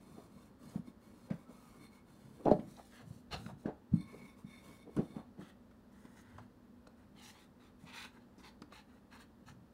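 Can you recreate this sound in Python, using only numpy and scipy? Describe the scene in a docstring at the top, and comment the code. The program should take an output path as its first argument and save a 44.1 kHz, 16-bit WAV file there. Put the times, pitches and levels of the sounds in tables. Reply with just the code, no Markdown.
"""A quiet kitchen, close to a floured wooden table where dough is worked.
A wooden rolling pin hisses over the flour, rings faintly from friction and bumps the table;
it is put down with a clatter. The sheet is flipped, slaps down and is rolled again;
then hands brush over it and roll it up. Each knock rings the table's modes; a soft hum lies behind."""
import sys
import numpy as np
from scipy import signal
from scipy.fft import rfft, irfft, next_fast_len
from scipy.io import wavfile

SR = 44100
rng = np.random.default_rng(int(sys.argv[2]) if len(sys.argv) > 2 else 0)


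def unload_audio(sound):
    """Save the sound as a 16-bit wav file, at the path given as the first command line argument."""
    columns = np.transpose(np.atleast_2d(sound))
    # keep every value between -1 and 1, then stretch to whole-number steps
    steps = np.round(np.clip(columns, -1, 1) * 32767)
    wavfile.write(sys.argv[1], SR, steps.astype(np.int16))


N = 429093
TIME = np.arange(N) / SR


# Blows of pin and hands. Each row: time in seconds, peak in dB, contact pitch in Hz (hard is high),
# rebound delay in seconds, scuff level in dB.
TABLE_BLOWS = [(0.183, -47, 308, .012, -56.5), (0.364, -54, 169, .02, -70), (0.760, -33, 192, 0.036, -52),
               (1.312, -31.5, 187, 0.029, -48.5), (1.496, -53.5, 248, .012, -63),
               (2.5145, -20, 590, 0.0019, -40), (2.516, -14, 460, .0187, -44), (2.519, -25, 174, .03, -51),
               (2.595, -38, 196, 0.014, -53), (3.111, -44.5, 110, 0.0096, -66),
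               (3.338, -44, 144, .021, -48), (3.465, -42.5, 131, 0.069, -62),
               (3.659, -29.5, 263, 0.024, -50), (3.94, -21.5, 174, .017, -63),
               (4.004, -40.5, 206, .02, -72), (4.448, -45, 174, .015, -81), (4.99, -25, 300, 0.014, -44),
               (4.995, -28.5, 217, .008, -49), (5.167, -37, 218, 0.032, -57),
               (5.396, -44.5, 220, 0.0084, -60), (5.715, -60, 273, 0.0093, -76),
               (6.053, -50, 245, 0.012, -69), (6.386, -45.5, 760, 0.0091, -64),
               (6.874, -50, 467, 0.0061, -74), (7.841, -49, 173, .025, -67.5), (8.382, -53, 273, .01, -84),
               (8.62, -46.5, 256, 0.017, -68), (8.724, -50.5, 700, .006, -66)]
# Runs of contacts. Each row: start in seconds, first gap in seconds, peak in dB, pitch in Hz.
CLATTER_RUNS = [(2.458, .0052, -19.5, 544), (3.667, .0066, -34.5, 452), (4.967, .0062, -30.5, 266)]
def contacts(rebound_db=-10, count=6, gap_ratio=1.12, arch_db=5.5, jitter_s=0.0011, spread_octaves=0.22):
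    """Blows rebound once; clatters swell, fade and slow. Returns (s, dB, Hz) per contact."""
    out = []
    for s, db, hz, rebound_s, _ in TABLE_BLOWS:
        out += [(s, db, hz), (s + rebound_s, db + rebound_db, hz)]
    for s, gap_s, db, hz in CLATTER_RUNS:
        for k, (late, sharp) in enumerate(rng.uniform(-1, 1, (count, 2))):
            drop_db = arch_db * (2 * k / (count - 1) - 1) ** 2
            out.append((s + jitter_s * late, db - drop_db, hz * 2 ** (spread_octaves * sharp)))
            s += gap_s * gap_ratio ** k
    return out


# Modes of table and pin after a blow. Each row: frequency in Hz, relative gain in dB, T60 in seconds.
KNOCK_MODES = [(80.5, -10, 0.22), (165.9, 0, 0.035), (216.3, 3, 0.17), (246, -6.5, 0.78), (293.6, 4, 0.23),
               (328, -3, 0.79), (406, 0.5, 0.11), (604, -10, 0.39), (606, 4.5, 0.11), (736, -0.5, 0.16),
               (734, 0.5, 0.078), (840, 8, 0.26), (920, -34, 0.14)]
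def knocks(ring_db=3, crack_decay_s=0.015):
    """Each blow bends the table and rings its modes; soft ones swell slowly, hard ones crack more."""
    push, crack, t = np.zeros(N), np.zeros(N), TIME[:SR // 8]
    for s, db, hz in contacts():
        hardness = hz / 500
        rise_s = 0.0014 / hardness ** 1.125
        pulse = (t / rise_s * np.exp(1 - t / rise_s)) ** 3
        add(push, s - rise_s, from_db(db) * pulse * np.cos(2 * np.pi * hz * (t - rise_s)))
        burst = np.exp(-t / crack_decay_s) * rng.standard_normal(len(t))
        add(crack, s - rise_s / 2, from_db(db - 35) * hardness * burst)
    body = sum(from_db(db + ring_db) * resonance(push, hz, np.log(1000) / np.pi / t60_s)
               for hz, db, t60_s in KNOCK_MODES)
    snap = 2 * resonance(crack, hz=1700, width_hz=560)
    pin_ping = resonance(crack, hz=4140, width_hz=120)
    return push + body + signal.sosfilt(signal.butter(2, 4500, fs=SR, output="sos"), snap + pin_ping)


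# Pin strokes. Each row: start in seconds, length in seconds, then relative levels in dB of
# the flour hiss and of the pin's low, middle and high mode groups.
PIN_STROKES = [(0.0, 0.26, -70.5, -81.5, -82, -83), (0.30, .18, -72.5, -84, -89, -84.5),
               (0.608, 0.16, -67, -80, -86, -81), (0.859, 0.023, -69.5, -73, -80, -78),
               (1.008, 0.27, -73, -82.5, -92, -84), (1.30, 0.13, -73, -83, -90, -93),
               (1.489, .28, -70, -80, -90, -88), (1.798, 0.0534, -69, -68.5, -72, -71),
               (1.92, 0.048, -70.5, -71.5, -80, -80), (2.07, 0.65, -72.5, -86, -87, -82.5),
               (3.94, 0.025, -72, -71, -81, -72.5), (3.994, 0.017, -80, -62.5, -65, -69),
               (4.07, 0.191, -70.5, -68.5, -80, -86), (4.259, 0.061, -75.5, -66.5, -71, -96),
               (4.38, 0.0091, -66, -86, -87, -90), (4.469, .13, -73.5, -66.5, -71, -81),
               (4.628, 0.1445, -66.5, -72.5, -77.5, -82), (4.79, 0.032, -78, -70.5, -72.5, -82),
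               (4.908, 0.15, -72, -77.5, -80, -82), (5.068, 0.12, -73.5, -72.5, -77.5, -79)]
def stroke_gain(column):
    """Gain over time of the pin's strokes, from one level column."""
    strokes = [(row[0], row[1], row[column]) for row in PIN_STROKES]
    return movement_gain(strokes, attack_s=0.038, release_s=0.053, arch_db=0)


# Flour spectrum. Each row: frequency in Hz, relative density in dB.
FLOUR_SPECTRUM = [(500, 18), (1100, 20), (1600, 7.5), (2800, 5.5), (4300, 4), (6500, 3.5), (10000, 5),
                  (11300, 1), (12000, 0), (15500, -1.5)]
def flour_hiss(gain_db=1.5):
    """Flour is crushed and dragged under the turning pin."""
    crushing = grains(per_s=16000, spread_db=1.5, flicker_db=1)
    pressure = stroke_gain(column=2)
    return pressure * from_db(gain_db + drift(23)) * coloured(crushing, FLOUR_SPECTRUM)


# Pin modes in three groups, low to high. Each row: frequency in Hz, width in Hz, relative gain in dB.
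PIN_MODE_GROUPS = [
    [(1085, 13, -1.5), (1265, 40, -16), (1750, 16, -12), (2207, 46, 1)],
    [(3593, 64, 2), (5490, 100, -10.5), (7900, 100, -19), (9400, 530, -12.5)],
    [(4210, 52, -9), (8540, 110, -19)],
]
def pin_ring(gain_db=1, waver_db=2, flicker_db=2):
    """The friction of the turning pin sings in the wood's resonances."""
    out = np.zeros(N)
    friction = grains(per_s=6000, spread_db=3.7, flicker_db=2.7)
    for column, modes in enumerate(PIN_MODE_GROUPS, start=3):
        ring = sum(from_db(db + waver_db * drift(6.4)) * resonance(friction, hz, width_hz)
                   for hz, width_hz, db in modes)
        out += from_db(gain_db + flicker_db * drift(23)) * stroke_gain(column) * unit_rms(ring)
    return out


def pin_rumble(gain_db=8, hz=165, width_hz=190, bumps_db=6):
    """The table rumbles softly and unevenly under the rolling pin."""
    bumps = rng.standard_normal(N) * from_db(bumps_db * drift(18))
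    rumble = resonance(resonance(bumps, hz, width_hz), hz, width_hz)
    return from_db(gain_db) * stroke_gain(column=2) * unit_rms(rumble)


def pin_squeal(peak_s=1.63, half_s=0.24, level_db=-73.5, hz=1255, fall_hz_per_s=430):
    """A thin, wavering tone slides down as the pin turns."""
    t = TIME - peak_s
    phase = 2 * np.pi * np.cumsum(hz - fall_hz_per_s * t) / SR
    tone = drift(50) * np.cos(phase) + drift(50) * np.sin(phase)
    return from_db(level_db) * np.exp(-(t / half_s) ** 2) * unit_rms(tone)


# Slaps and sticky ticks. Each row: start in seconds, relative level in dB, centre in Hz, decay in seconds.
DOUGH_SLAPS = [(0.693, -63, 7000, .008), (0.755, -65, 940, 0.009), (1.303, -53.5, 1700, 0.025),
               (2.454, -51.5, 3170, 0.0043), (2.511, -52, 3880, 0.011), (2.595, -60, 2240, 0.012),
               (2.767, -58.5, 4600, 0.0054), (3.325, -52, 3600, .02), (3.326, -51.5, 1150, 0.026),
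               (3.463, -46.5, 1440, .0035), (3.657, -54.5, 1590, 0.021), (4.965, -48, 8900, 0.0012),
               (4.9695, -51, 9100, .00077), (4.966, -49, 1050, 0.02), (5.161, -60.5, 1100, 0.028),
               (5.376, -67.5, 870, 0.021), (5.711, -62, 1300, 0.0073), (6.052, -57, 990, 0.0099),
               (6.381, -53.5, 1100, 0.016), (6.869, -59, 1210, .0062), (6.874, -58, 7500, 0.0019),
               (6.871, -61.5, 4000, 0.0035), (8.381, -66, 5350, .015), (8.621, -46.5, 1250, 0.0042),
               (8.619, -50, 4500, 0.0018), (8.723, -50, 1150, 0.0062)]
def slaps(width_share=0.25):
    """Dough or a finger meets or leaves a surface: a burst of tiny contacts that dies away."""
    out, t = np.zeros(N), TIME[:SR // 5]
    for s, db, hz, decay_s in DOUGH_SLAPS:
        burst = unit_rms(resonance(rng.standard_normal(len(t)), hz, hz * width_share))
        add(out, s, from_db(db) * burst * np.exp(-t / decay_s))
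    return signal.lfilter(*signal.butter(1, 9000, fs=SR), out)


# Padded scuffs. Each row: peak time in seconds, level in dB, centre in Hz, half length in seconds.
TABLE_SCUFFS = [(0.083, -59.5, 217, 0.027), (0.671, -54, 182, 0.035), (2.30, -54.5, 123, 0.056),
                (2.411, -53, 350, 0.02), (2.482, -31, 245, 0.023), (2.482, -46, 696, .024),
                (2.65, -53.5, 150, .08), (2.795, -54, 706, .016), (3.017, -64.5, 605, .032),
                (3.10, -56.5, 133, .085), (3.343, -49, 700, 0.023), (3.358, -48, 66.6, 0.045),
                (3.46, -51.5, 148, .11), (3.5, -53, 720, 0.017), (3.688, -50, 620, .02),
                (3.935, -37.5, 101, 0.016), (4.146, -56, 350, .02), (4.885, -52, 320, 0.023),
                (5.021, -49, 217, .055), (4.984, -52, 80, .04), (4.029, -58, 79.5, .08),
                (5.19, -57, 660, 0.039), (5.413, -50, 194, 0.032), (6.374, -58, 89, 0.067),
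                (7.165, -58.5, 152, 0.021), (8.447, -62.5, 220, 0.022), (9.54, -60, 120, .12)]
def scuffs(width_share=0.78, blow_lag_s=0.005, blow_hz=480, blow_half_s=0.019):
    """Hand, pin or dough drags briefly on the table, alone or with a blow: a dull swell of friction."""
    out = np.zeros(N)
    blow_scuffs = [(s + blow_lag_s, db, blow_hz, blow_half_s) for s, *_, db in TABLE_BLOWS]
    for s, db, hz, half_s in TABLE_SCUFFS + blow_scuffs:
        t = np.arange(max(s - 3 * half_s, 0), s + 3 * half_s, 1 / SR)
        swell = np.exp(-((t - s) / half_s) ** 2)
        friction = np.resize(rng.standard_normal(SR), len(t))
        dull = resonance(resonance(friction, hz, hz * width_share), hz, hz * width_share)
        add(out, t[0], from_db(db) * unit_rms(dull) * swell)
    return out


# Spectra of skin, grit and fine dust. Each row: frequency in Hz, relative density in dB.
SKIN_SPECTRUM = [(350, 1), (650, -4.5), (850, 8.5), (1050, 0), (1250, 2), (1400, 1), (1680, 1), (1950, 3),
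                 (2300, -7.5), (3200, -20)]
GRIT_SPECTRUM = [(1500, -13), (2300, -8), (2900, -7.5), (3300, -9), (4200, -6), (4800, -19.5),
                 (6000, -19.5), (7200, -24), (8500, -48), (12000, -45)]
DUST_SPECTRUM = [(5500, -6), (7500, -6.5), (9000, -5), (10700, -8), (12000, -12.5), (15500, -12.5)]
# Hand swishes. Each row: start in seconds, length in seconds, grit level in dB,
# skin and dust levels in dB relative to the grit, pitch of the hollow under the hand in Hz.
HAND_SWISHES = [(2.672, .25, -77, -8.5, 4, 4200), (2.919, 0.1, -68, 3.5, -5, 1800),
                (3.056, 0.15, -81.5, -3, 6, 4200), (3.321, 0.02, -46, -2.5, -15.5, 3900),
                (3.362, 0.14, -72, 1.5, 2.5, 3820), (3.584, 0.048, -83, -5, 5.5, 4180),
                (5.394, 0.11, -72, 6.5, -4.5, 3420), (5.92, 0.28, -83.5, 9, 4, 1000),
                (6.162, 0.05, -71.5, 5, -1, 6000), (6.225, 0.216, -79, 8.5, -5, 900),
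                (6.964, .08, -85.5, 9.5, -2, 1900), (7.165, 0.058, -67, 0, -7.5, 3000),
                (7.219, 0.092, -63, -5, -3, 5550), (7.332, 0.11, -70.5, 3.5, -4.5, 3700),
                (7.598, 0.083, -76, 5.5, -6, 3620), (7.796, 0.075, -81, 3, 4, 2300),
                (7.866, 0.12, -61.5, -2, -13.5, 2500), (7.938, .12, -55, -3.5, -8.5, 1780),
                (8.127, .05, -79.5, 13.5, -2, 1350), (8.204, 0.021, -79, 3, -11, 3400),
                (8.387, 0.022, -72.5, 7.5, -2, 5400), (8.432, 0.052, -63.5, 3.5, -8.5, 4370),
                (8.722, .075, -63, -1.5, -10, 1990), (8.883, 0.1, -82.5, 8.5, -5, 1900),
                (9.117, 0.048, -66.5, 7, -7.5, 1580), (9.19, 0.034, -67.5, 5.5, -5, 3900),
                (9.468, 0.034, -67.5, 5, -5, 6200)]
SWISH_SHAPE = dict(attack_s=0.022, release_s=0.035, arch_db=1.5)
def hands():
    """Palms and dough slide on flour: a dull rub, a gritty swish and a fine hiss."""
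    start_s, length_s, grit_db, skin_db, dust_db, _ = np.transpose(HAND_SWISHES)
    skin = grains(per_s=3500, spread_db=1.8, flicker_db=1.3)
    grit = grains(per_s=6000, spread_db=1.8, flicker_db=1.5)
    dust = grains(per_s=12000, spread_db=1.8, flicker_db=1.5)
    layers = [(skin, SKIN_SPECTRUM, grit_db + skin_db),
              (grit, GRIT_SPECTRUM, grit_db),
              (dust, DUST_SPECTRUM, grit_db + dust_db)]
    return sum(movement_gain(zip(start_s, length_s, db), **SWISH_SHAPE) * coloured(slips, spectrum)
               for slips, spectrum, db in layers)


def hand_hollows(gain_db=-4, width_share=0.23):
    """The air gap under the hand has a new size for every swish and lends it a hollow colour."""
    out = np.zeros(N)
    for start_s, length_s, db, _, _, hz in HAND_SWISHES:
        at_s, shape = movement(start_s, length_s, **SWISH_SHAPE)
        friction = np.resize(rng.standard_normal(SR), len(shape))
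        hollow = resonance(resonance(friction, hz, hz * width_share), hz, 2 * hz * width_share)
        add(out, at_s, from_db(db + gain_db) * unit_rms(hollow) * shape)
    return out


def near_echoes(x):
    """Tabletop and arm reflect the sound; the paths change as the hands move, and so does the colour."""
    out = x.copy()
    for mean_lag_s, share in ((0.0007, 0.4), (0.0019, 0.3)):
        lag_s = mean_lag_s * (1 + 0.15 * drift(4))
        lag_samples = np.round(lag_s * SR).astype(int)
        out += share * x[np.maximum(np.arange(N) - lag_samples, 0)]
    return out * np.std(x) / np.std(out)


def wall_reverb(x, t60_s=0.25, cutoff_hz=3500, first_echo_s=0.0079):
    """Dense, dulled reflections from nearby walls."""
    t = TIME[:SR // 2]
    onset = np.clip(t / first_echo_s - 1, 0, 1)
    tail = rng.standard_normal(len(t)) * from_db(-60 * t / t60_s) * onset
    tail = signal.lfilter(*signal.butter(1, cutoff_hz, fs=SR), tail / np.sqrt(np.sum(tail ** 2)))
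    return signal.fftconvolve(x, tail)[:N]


# Room air spectrum. Each row: frequency in Hz, relative density in dB.
AIR_SPECTRUM = [(25, -18), (60, -5.5), (115, -7), (160, -13), (200, -0.5), (265, -7.5), (350, -13),
                (580, -16), (700, -22), (850, -20), (1850, -29), (2150, -36), (4300, -38), (6500, -44.5),
                (15500, -46)]
def room_tone(air_db=-62, hum_db=-66.5, hum_hz=243.2):
    """Still air with a soft, unsteady hum, as of a distant fan."""
    hum = unit_rms(resonance(rng.standard_normal(N), hum_hz, width_hz=4.9))
    hum = signal.lfilter(*signal.butter(2, 2 * hum_hz, fs=SR), hum)
    air = coloured(rng.standard_normal(N), AIR_SPECTRUM)
    return from_db(air_db) * air + from_db(hum_db) * hum


def movement(start_s, length_s, attack_s, release_s, arch_db):
    """A slide picks up, arches by arch_db halfway and runs out. Returns onset in seconds and envelope."""
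    t = np.arange(max(start_s - attack_s, 0), start_s + length_s + 4 * release_s, 1 / SR)
    rise = np.sin(np.pi / 2 * np.clip((t - start_s + attack_s) / (2 * attack_s), 0, 1)) ** 2
    arch = from_db(arch_db * (np.sin(np.pi * np.clip((t - start_s) / length_s, 0, 1)) - 0.5))
    release = np.exp(-2 * np.maximum(t - start_s - length_s, 0) / release_s)
    return t[0], rise * arch * release


def movement_gain(movements, attack_s, release_s, arch_db):
    """Gain over time of a series of slides, summed in power."""
    power = np.zeros(N)
    for start_s, length_s, db in movements:
        at_s, shape = movement(start_s, length_s, attack_s, release_s, arch_db)
        add(power, at_s, (from_db(db) * shape) ** 2)
    return np.sqrt(power)


def grains(per_s, spread_db, flicker_db):
    """Friction as many tiny slips of uneven size that come in clumps."""
    slips = (rng.random(N) < per_s / SR) * rng.standard_normal(N)
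    size_db = spread_db * np.clip(rng.standard_normal(N), -2, 2)
    return slips * from_db(size_db + flicker_db * drift(70))


def drift(rate_hz):
    """Random wander with a spread of about 1."""
    steps = rng.standard_normal(4000)
    return np.interp(TIME * rate_hz, np.arange(len(steps)), steps)


def resonance(x, hz, width_hz):
    """Two-pole resonance with unit peak gain."""
    r = np.exp(-np.pi * width_hz / SR)
    zeros = np.array([1, 0, -1]) * (1 - r * r) / 2
    poles = [1, -2 * r * np.cos(2 * np.pi * hz / SR), r * r]
    return signal.lfilter(zeros, poles, x + 1e-18)


def coloured(x, spectrum):
    """Apply a spectrum that falls 20 dB per octave beyond its ends; unit rms."""
    hz, db = np.transpose(spectrum)
    size = next_fast_len(N)
    octave = np.log2(np.fft.rfftfreq(size, 1 / SR) + 1)
    beyond = np.maximum(np.log2(hz[0]) - octave, 0) + np.maximum(octave - np.log2(hz[-1]), 0)
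    gain = from_db(np.interp(octave, np.log2(hz), db) - 20 * beyond)
    return unit_rms(irfft(rfft(x, size) * gain, size)[:N])


def add(track, s, sound):
    """Mix a sound into the track at s seconds."""
    at = max(int(s * SR), 0)
    track[at:at + len(sound)] += sound[:N - at]


def from_db(db):
    """Decibels to gain."""
    return 10 ** (np.asarray(db) / 20)


def unit_rms(x):
    """Scale to unit rms."""
    return x / np.sqrt(np.mean(x ** 2) + 1e-20)


def scene(knock_send_db=-15, friction_send_db=-10):
    """Everything on the table, with the room around it; mono."""
    wood = knocks()
    friction = near_echoes(slaps() + hands() + hand_hollows() + flour_hiss())
    friction += pin_ring() + pin_squeal() + pin_rumble() + scuffs()
    room = wall_reverb(from_db(knock_send_db) * wood + from_db(friction_send_db) * friction)
    return (wood + friction + room + room_tone())[None]


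def record(dry):
    """Steep low-pass at 15.7 kHz."""
    return signal.sosfilt(signal.ellip(10, 0.2, 70, 15700, fs=SR, output="sos"), dry)


dry = scene()
out = record(dry)
unload_audio(out)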